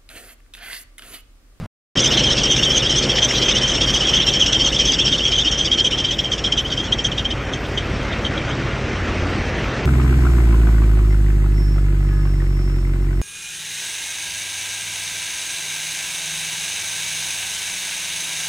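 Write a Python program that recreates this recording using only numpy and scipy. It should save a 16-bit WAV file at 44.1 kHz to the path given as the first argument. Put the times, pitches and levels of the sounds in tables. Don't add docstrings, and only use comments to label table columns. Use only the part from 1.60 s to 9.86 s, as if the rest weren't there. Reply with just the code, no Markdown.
import sys
import numpy as np
from scipy import signal
from scipy.io import wavfile
from scipy.ndimage import uniform_filter1d

SR = 44100
rng = np.random.default_rng(int(sys.argv[2]) if len(sys.argv) > 2 else 0)


def generate_wav(signal):
    frames = np.transpose(np.atleast_2d(signal))
    scaled = np.clip(frames, -1, 1) * 32767
    pcm = np.round(scaled).astype(np.int16)
    wavfile.write(sys.argv[1], SR, pcm)


def voltage_ratio(decibels):
    exponent = np.asarray(decibels, float) / 20
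    return 10 ** exponent


N = 364089
T = np.arange(N) / SR
YARD_END_S, ENGINE_START_S = 0.062, 0.354
SPLIT_HZ = 6520
LOW_HZ, HIGH_HZ = 3165, 5560
FIRING_HZ = 36.13

# (time [s], distance run [laps])
BELT_LAPS = [(.36, 1.542), (1.2, 5.059), (2, 8.423), (2.8, 11.805), (3.6, 15.166), (4.4, 18.494),
             (5.1, 21.399), (5.8, 24.294), (6.2, 25.96), (6.65, 27.87), (8.3, 34.75)]
# (low bite [dB], low pitch shift [Hz], high bite [dB], high pitch shift [Hz])
BELT_GLAZE = [(2, 60.0, -2, 349.5), (-1.5, 115.0, 2, -200.0), (-3.5, 180.0, 4.7, -150.0),
              (-1.5, 290.0, 1.52, -60.0), (-2.5, 140.0, -0.5, -90.0), (-0.5, -200.0, -4, 20.5),
              (2, -200.0, -3, -40.0), (-2, -100.0, -0.5, -50.5), (-2, -30.0, 0.8, -80.0),
              (0.6, 5.0, 3, -180.0), (2.5, 60.0, 0.3, 0.0), (2.3, 115.0, -0.2, 99.5),
              (0.3, 175.0, -0.3, 200.0), (-0.2, 115.0, 1.3, 220.0), (0.16, 0.0, -1, 260.0),
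              (0.2, -5.0, -0.56, 50.0), (-2, -15.0, 2.7, -20.0), (0, -45.0, 0.7, -40.0),
              (0.3, -55.0, 0, -0.5), (-1.2, 0.0, 0.5, -59.5), (1.2, -70.0, 3, -220.0),
              (1, -30.0, 5, -170.0), (-0.8, 20.0, 0.3, 20.5), (-1.5, 45.0, 0.5, 120.0),
              (-0.7, 50.0, -2, 450.0), (3, 110.0, -3.5, 500.0), (3.5, 70.0, -1.7, 400.0),
              (2, 35.0, -1.5, 400.0), (2.5, -95.0, -2, 400.5), (1.5, -25.0, 1.44, 390.0)]
# (time [s], low slip [dB], high slip [dB], slipping share of a turn [0-1], creep between slips [dB])
WAX_STAGES = [
    (.35, -20.5, -20, 0.81, -25),
    (1, -18.5, -23, 0.63, -21.5),
    (1.6, -23.5, -23.5, 0.72, -24.5),
    (2.3, -20, -24, 0.74, -25),
    (3, -19.5, -22.5, 0.64, -23.5),
    (3.7, -17.5, -26.5, 0.79, -26.5),
    (4.3, -18, -26.5, 0.55, -34),
    (5, -22, -33, .5, -38.5),
    (5.75, -19, -37, .4, -44.5),
    (8.3, -20, -40, .3, -50),
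]
# (start [s], length [s], low level [dB], high level [dB])
LAST_SLIPS = [(4.377, 0.04, -19, -28.5), (4.441, 0.034, -19.5, -29.5), (4.483, 0.017, -25, -45),
              (4.508, 0.035, -19, -30), (4.585, 0.012, -15.5, -30), (4.638, 0.038, -25, -37),
              (4.716, .023, -19, -27.5), (4.782, .021, -27, -29), (4.839, 0.041, -19.5, -30.5),
              (4.919, 0.0092, -12.5, -36), (4.973, 0.033, -18.5, -32), (5.048, 0.031, -25, -45),
              (5.099, 0.0076, -23, -45), (5.115, 0.016, -17.5, -31.5), (5.171, 0.04, -22, -38),
              (5.239, 0.054, -30.5, -35.5), (5.318, 0.016, -16.5, -33), (5.385, .018, -21, -34),
              (5.443, 0.025, -19, -29), (5.515, 0.013, -19.5, -42), (5.577, 0.022, -19, -33.5),
              (5.646, 0.014, -18, -43), (5.703, 0.017, -20, -42), (5.928, .015, -26, -38.5),
              (6.048, 0.012, -38, -55), (6.174, 0.012, -20, -40), (6.52, 0.016, -34, -55),
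              (6.646, .024, -26, -50), (6.772, .014, -26.5, -47), (6.9, .03, -33, -50)]
# (time [s], extra side mode level [dB])
WAXED_SIDE_MODE = [(5.4, -0.5), (6.0, 5)]
# (frequency [Hz], density [dB per Hz])
RUBBER_RASP = [(880, -39.5), (1500, -40.5), (1740, -21), (2600, -10.5), (3220, -5.5), (4150, -14.5),
               (4840, -11.5), (5480, -11), (6160, -14.5), (6600, -8.5), (8580, -52.5), (14500, -120)]
# (time [s], rumble level [dB], fan and valve roar level [dB])
ENGINE_BAY = [(.35, -22, -27.5), (.8, -24.5, -30), (1.3, -25, -30), (1.8, -24.5, -29), (2.7, -26, -31),
              (3.3, -26.5, -33), (3.9, -28.5, -34), (4.6, -30, -34.5), (5.9, -29, -31.5), (6.5, -27, -29),
              (7.3, -26, -28.5), (8.3, -26, -27.5)]
# (frequency [Hz], density [dB per Hz])
ENGINE_RUMBLE = [(20, -30), (33, -22), (72, -6), (180, -3.5), (377, -4.5), (432, -8.5), (565, -6.5),
                 (647, -16.5), (900, -18.5), (1200, -36)]
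# (frequency [Hz], density [dB per Hz])
FAN_ROAR = [(350, -25.5), (600, -10.5), (637, -5), (933, -9), (1270, -6), (1860, -5.5), (2100, -6),
            (2650, -9), (3270, -15.5), (4790, -20.5), (6600, -24.5), (8580, -57.5), (14500, -120)]
# (time [s], third level [dB], fifth level [dB], seventh level [dB])
HALF_ORDERS = [(.35, -30, -55, -24.5), (1.2, -29.5, -45.5, -33), (2.2, -28.5, -37.5, -31),
               (3.2, -27.5, -38, -33), (4.4, -32, -37, -34.5), (5.6, -29, -34, -32.5),
               (6.6, -28.5, -29.5, -29), (7.1, -25.5, -35, -26.5), (7.6, -29, -21.5, -36.5),
               (8.3, -23, -38, -27.5)]
HALF_ORDER_HZ = [53.9, 90.5, 127.4]
# (time [s], peak level [dB], frequency [Hz])
SMALL_KNOCKS = [
    (1.584, 14, 1992),
    (1.711, 14, 1987),
    (5.583, -15, 2000),
    (6.209, -10, 2000),
]
# (frequency [Hz], density [dB per Hz])
YARD_RUMBLE = [(30, -15.5), (120, -1.5), (170, -9), (300, -23), (900, -30.5), (1250, -27.5), (3000, -39.5),
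               (13000, -58)]
# (frequency [Hz], density [dB per Hz])
FOLLOWING_TREBLE = [(6500, -50), (6530, -4), (6900, 0), (7400, -4), (8300, -8), (8330, -60)]
# (start [s], end [s])
LAST_BAND_SPANS = [(.35, 1.56), (1.92, 2.54), (2.66, 2.72), (3.1, 3.17), (3.88, 3.93), (4.2, 4.35),
                   (4.85, 4.95), (5.3, 5.36), (5.57, 5.62), (5.74, 8.3)]
# (start [s], end [s], frequency [Hz], level [dB])
WHISTLES = [
    (.5, .75, 9819, -62),
    (1.6, 1.92, 7752, -50),
    (2.87, 3.58, 7752, -50),
    (2.66, 2.71, 8556, -52),
]


def belt():
    start, length, low_db, high_db = slip_rows().T
    creep = voltage_ratio(curve(WAX_STAGES, column=4) + glaze(column=0))
    low = np.hypot(slips(start, length, low_db, 770), creep) * voltage_ratio(glaze(column=0))
    high_length = np.maximum(0.86 * length, 0.029)
    high = slips(start - 0.0039, high_length, high_db, 830)
    high = np.hypot(high, creep * voltage_ratio(-8)) * voltage_ratio(glaze(column=2))

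    low_swing = 1.3 * np.interp(T, [1.5, 5.5], [1.15, 0.65])
    low_hz = LOW_HZ + low_swing * glaze(column=1)
    high_hz = HIGH_HZ + 1.1 * glaze(column=3)
    chatter_hz = np.interp(T, [1.8, 2.6], [65, 35])

    low_main_db = -1.0 - 0.01 * abs(low_hz - LOW_HZ)
    low_main = voltage_ratio(low_main_db) * tone(low_hz + chatter_hz * wander(40), 120, 0.5)
    low_side_db = -17.5 + curve(WAXED_SIDE_MODE, column=1) + 0.05 * glaze(column=1) + 3.4 * wander(29)
    low_side = voltage_ratio(low_side_db) * tone(3640 + 60 * wander(40), 91, 0.12)

    mode_hop = np.cos(2 * np.pi * (high_hz - 5570) / 420)
    high_main_db = -5.5 + 3.0 * mode_hop + 2.1 * wander(30)
    high_main = voltage_ratio(high_main_db) * tone(high_hz + 1.7 * chatter_hz * wander(60), 150, 0.4)
    high_side_db = -16.5 + 0.0338 * glaze(column=3) + 4.0 * wander(21)
    high_side = voltage_ratio(high_side_db) * tone(6250 + 120 * wander(30), 120, 0.41)

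    rasp = np.hypot(low * voltage_ratio(-12), high * 0.85) * shaped(RUBBER_RASP, patchy_db=3.5)
    out = low * (low_main + low_side) + high * (high_main + high_side) + rasp
    return ring(ring(out, 3170, 60, -5), 5590, 110, -5)


def slip_rows():
    s, laps = np.transpose(BELT_LAPS)
    turns = np.arange(100) - 0.34
    start = np.interp(0.0378 + 0.2754 * turns, laps, s, 0)
    start = start[(start > ENGINE_START_S) & (start < 4.35)]
    at, low_db, high_db, share, _ = np.transpose(WAX_STAGES)
    luck_db = 1.5 * rng.standard_normal((len(start), 2))
    length = np.gradient(start) * np.interp(start, at, share)
    low = np.interp(start, at, low_db) + luck_db[:, 0]
    high = np.interp(start, at, high_db) + luck_db[:, 1]
    return np.r_[np.c_[start, length, low, high], LAST_SLIPS]


def slips(starts, lengths, levels_db, release_db):
    level = np.zeros(N)
    for s, length, db in zip(starts, lengths, levels_db):
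        t = np.arange(-0.005, length + 0.04, 1 / SR)
        first = round((s - 0.005) * SR)
        at = slice(first, first + len(t))
        catch = np.clip((t + 0.0041) / 0.01, 0, 1) ** 2
        release = voltage_ratio(-release_db * np.maximum(t - 0.89 * length, 0))
        held = voltage_ratio(db + 2.0 - 3.7 * np.clip(t / length, 0, 1))
        level[at] = np.hypot(level[at], held * catch * release)
    return level


def glaze(column):
    values = np.array(BELT_GLAZE)[:, column]
    place = curve(BELT_LAPS, 1) % 1 * len(values)
    return np.interp(place, np.arange(len(values) + 1), np.r_[values, values[0]])


def ring(x, hz, width_hz, db):
    return x + voltage_ratio(db) * signal.lfilter(*signal.iirpeak(hz, hz / width_hz, SR), x)


def engine():
    speed = 1 + 0.009 * wander(2.5)
    crank = np.pi * np.cumsum(FIRING_HZ * speed) / SR
    flicker = voltage_ratio(0.58 * wander(90))
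    rumble = voltage_ratio(curve(ENGINE_BAY, 1)) * shaped(ENGINE_RUMBLE, patchy_db=1.0)
    roar = voltage_ratio(curve(ENGINE_BAY, 2)) * shaped(FAN_ROAR, patchy_db=1.54)
    out = rumble * (1 + 0.068 * np.cos(2 * crank)) * flicker
    out += roar * (1 + 0.024 * np.cos(2 * crank)) * flicker
    lope = 1 + 0.5 * np.cos(crank + 1.5 * wander(4))
    for k, hz in enumerate(HALF_ORDER_HZ):
        out += voltage_ratio(curve(HALF_ORDERS, k + 1) - 2) * tone(hz * speed, 14, 0.74) * lope
    return out


def knocks():
    out, t = np.zeros(N), np.arange(900) / SR
    for s, db, hz in SMALL_KNOCKS:
        crack = 0.74 * rng.standard_normal(len(t)) * voltage_ratio(-4000 * t)
        body = np.sin(2 * np.pi * hz * t) + crack
        attack = np.clip(t / 0.00081, 0, 1)
        out[round(s * SR):][:len(t)] += voltage_ratio(db - 16.5 - 8700 * t) * body * attack
    return out


def yard():
    level_db = -28 - 3000 * np.maximum(T - YARD_END_S, 0) - 29 * (T > YARD_END_S)
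    return voltage_ratio(level_db) * shaped(YARD_RUMBLE, patchy_db=-1.0)


def treble(x):
    band = signal.sosfilt(signal.butter(4, [4500, SPLIT_HZ], "band", fs=SR, output="sos"), x)
    quick = np.sqrt(abs(uniform_filter1d(band ** 2, size=350))) + 1e-9
    slow = np.sqrt(abs(uniform_filter1d(quick ** 2, size=20000)) + 1e-18)
    follow = slow ** 0.72 * (quick / slow) ** 0.68
    reach = sum(np.clip(np.minimum(T - s, end - T) / 0.013, 0, 1) for s, end in LAST_BAND_SPANS)
    last = shaped([(8270, -60), (8300, 0), (8950, -4), (9000, -60)], patchy_db=1.5)
    body = shaped(FOLLOWING_TREBLE, patchy_db=1.5)
    out = voltage_ratio(-22.5) * follow * (body + voltage_ratio(-10) * reach * last)
    for s, end, hz, db in WHISTLES:
        fade = np.clip(np.minimum(T - s, end - T) / 0.01, 0, 1)
        out += voltage_ratio(db) * fade * np.sin(2 * np.pi * hz * T)
    return out


def strips(x, chance, low_hz, under_db, depth, size):
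    hz, _, z = signal.stft(x, SR, nperseg=1024, noverlap=768)
    power = uniform_filter1d(uniform_filter1d(abs(z) ** 2, size=4, axis=0), size=12, axis=1)
    weak = power < voltage_ratio(-2 * under_db) * uniform_filter1d(power, size=90, axis=0)
    luck = rng.random((z.shape[1] // 4 + 2, 513 // size + 1)).T
    luck = np.minimum(luck[:, 1:], luck[:, :-1])
    luck = luck.repeat(size, axis=0).repeat(4, axis=1)[:513, :z.shape[1]]
    keep = 1 - depth * weak * (luck < chance) * (hz > low_hz)[:, None]
    keep = uniform_filter1d(keep, size=3, axis=1)
    return signal.istft(z * keep, SR, nperseg=1024, noverlap=768)[1][:N]


def evened(x):
    return x / np.sqrt(np.mean(x ** 2) + 1e-20)


def curve(rows, column):
    rows = np.array(rows)
    return np.interp(T, rows[:, 0], rows[:, column])


def shaped(points, patchy_db):
    frames, hz = N // 256 + 5, np.fft.rfftfreq(1024, 1 / SR)
    a, b, patches = rng.standard_normal((frames, 513, 3)).T
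    patches = uniform_filter1d(uniform_filter1d(patches, size=10, axis=0), size=10, axis=1)
    f, db = np.transpose(points)
    density_db = np.interp(np.log(hz + 1), np.log(f + 1), db, -90, -90)
    z = (a + 1j * b) * voltage_ratio(density_db[:, None] + patchy_db * evened(patches))
    return evened(signal.istft(z, nperseg=1024, noverlap=768)[1][:N])


def wander(hz):
    low_pass = signal.butter(2, hz, fs=SR, output="sos")
    return evened(signal.sosfilt(low_pass, rng.standard_normal(N)))


def tone(hz, width_hz, clean):
    size = clean + (1 - clean) * (wander(width_hz) + 1j * wander(width_hz))
    phase = 2j * np.pi * np.cumsum(hz * np.ones(N)) / SR
    return evened((size * np.exp(phase)).real)


def scene():
    bay = np.tanh(belt() + engine() + knocks())
    bay = strips(bay, 0.2, 3400, 7, 0.65, size=3)
    below_split = signal.oaconvolve(bay, signal.firwin(801, SPLIT_HZ, fs=SR), "same")
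    bay = below_split + treble(bay)
    opening = np.clip((T - ENGINE_START_S) / 0.0016, 0, 1)
    return np.array([1, 1])[:, None] * (bay * opening + yard())


def top_cut(x):
    return signal.sosfilt(signal.butter(12, 15690, fs=SR, output="sos"), x)


def record(dry):
    colour = [(8250, -62), (8500, 3.5), (9500, -3), (13000, -2.5), (15600, -7.5), (15750, -61)]  # Hz, dB per Hz
    mid = voltage_ratio(-53 + 3.0 * wander(3)) * strips(shaped(colour, patchy_db=4.0), 0.45, 0, -40, 1, size=12)
    side = voltage_ratio(-53 + 2.0 * wander(3)) * strips(shaped(colour, patchy_db=4.0), 0.2, 0, -40, 1, size=6)
    loudness = np.sqrt(abs(uniform_filter1d(dry[0] ** 2, size=30000)))
    dust_level = voltage_ratio(15 - 3.5 * np.clip(T - 3.6, 0, 1)) * loudness ** 0.89
    dust = dust_level * np.array([mid + side, mid - side]) * (T > ENGINE_START_S)
    return top_cut(dry + dust)


dry = scene()
out = record(dry)
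generate_wav(out)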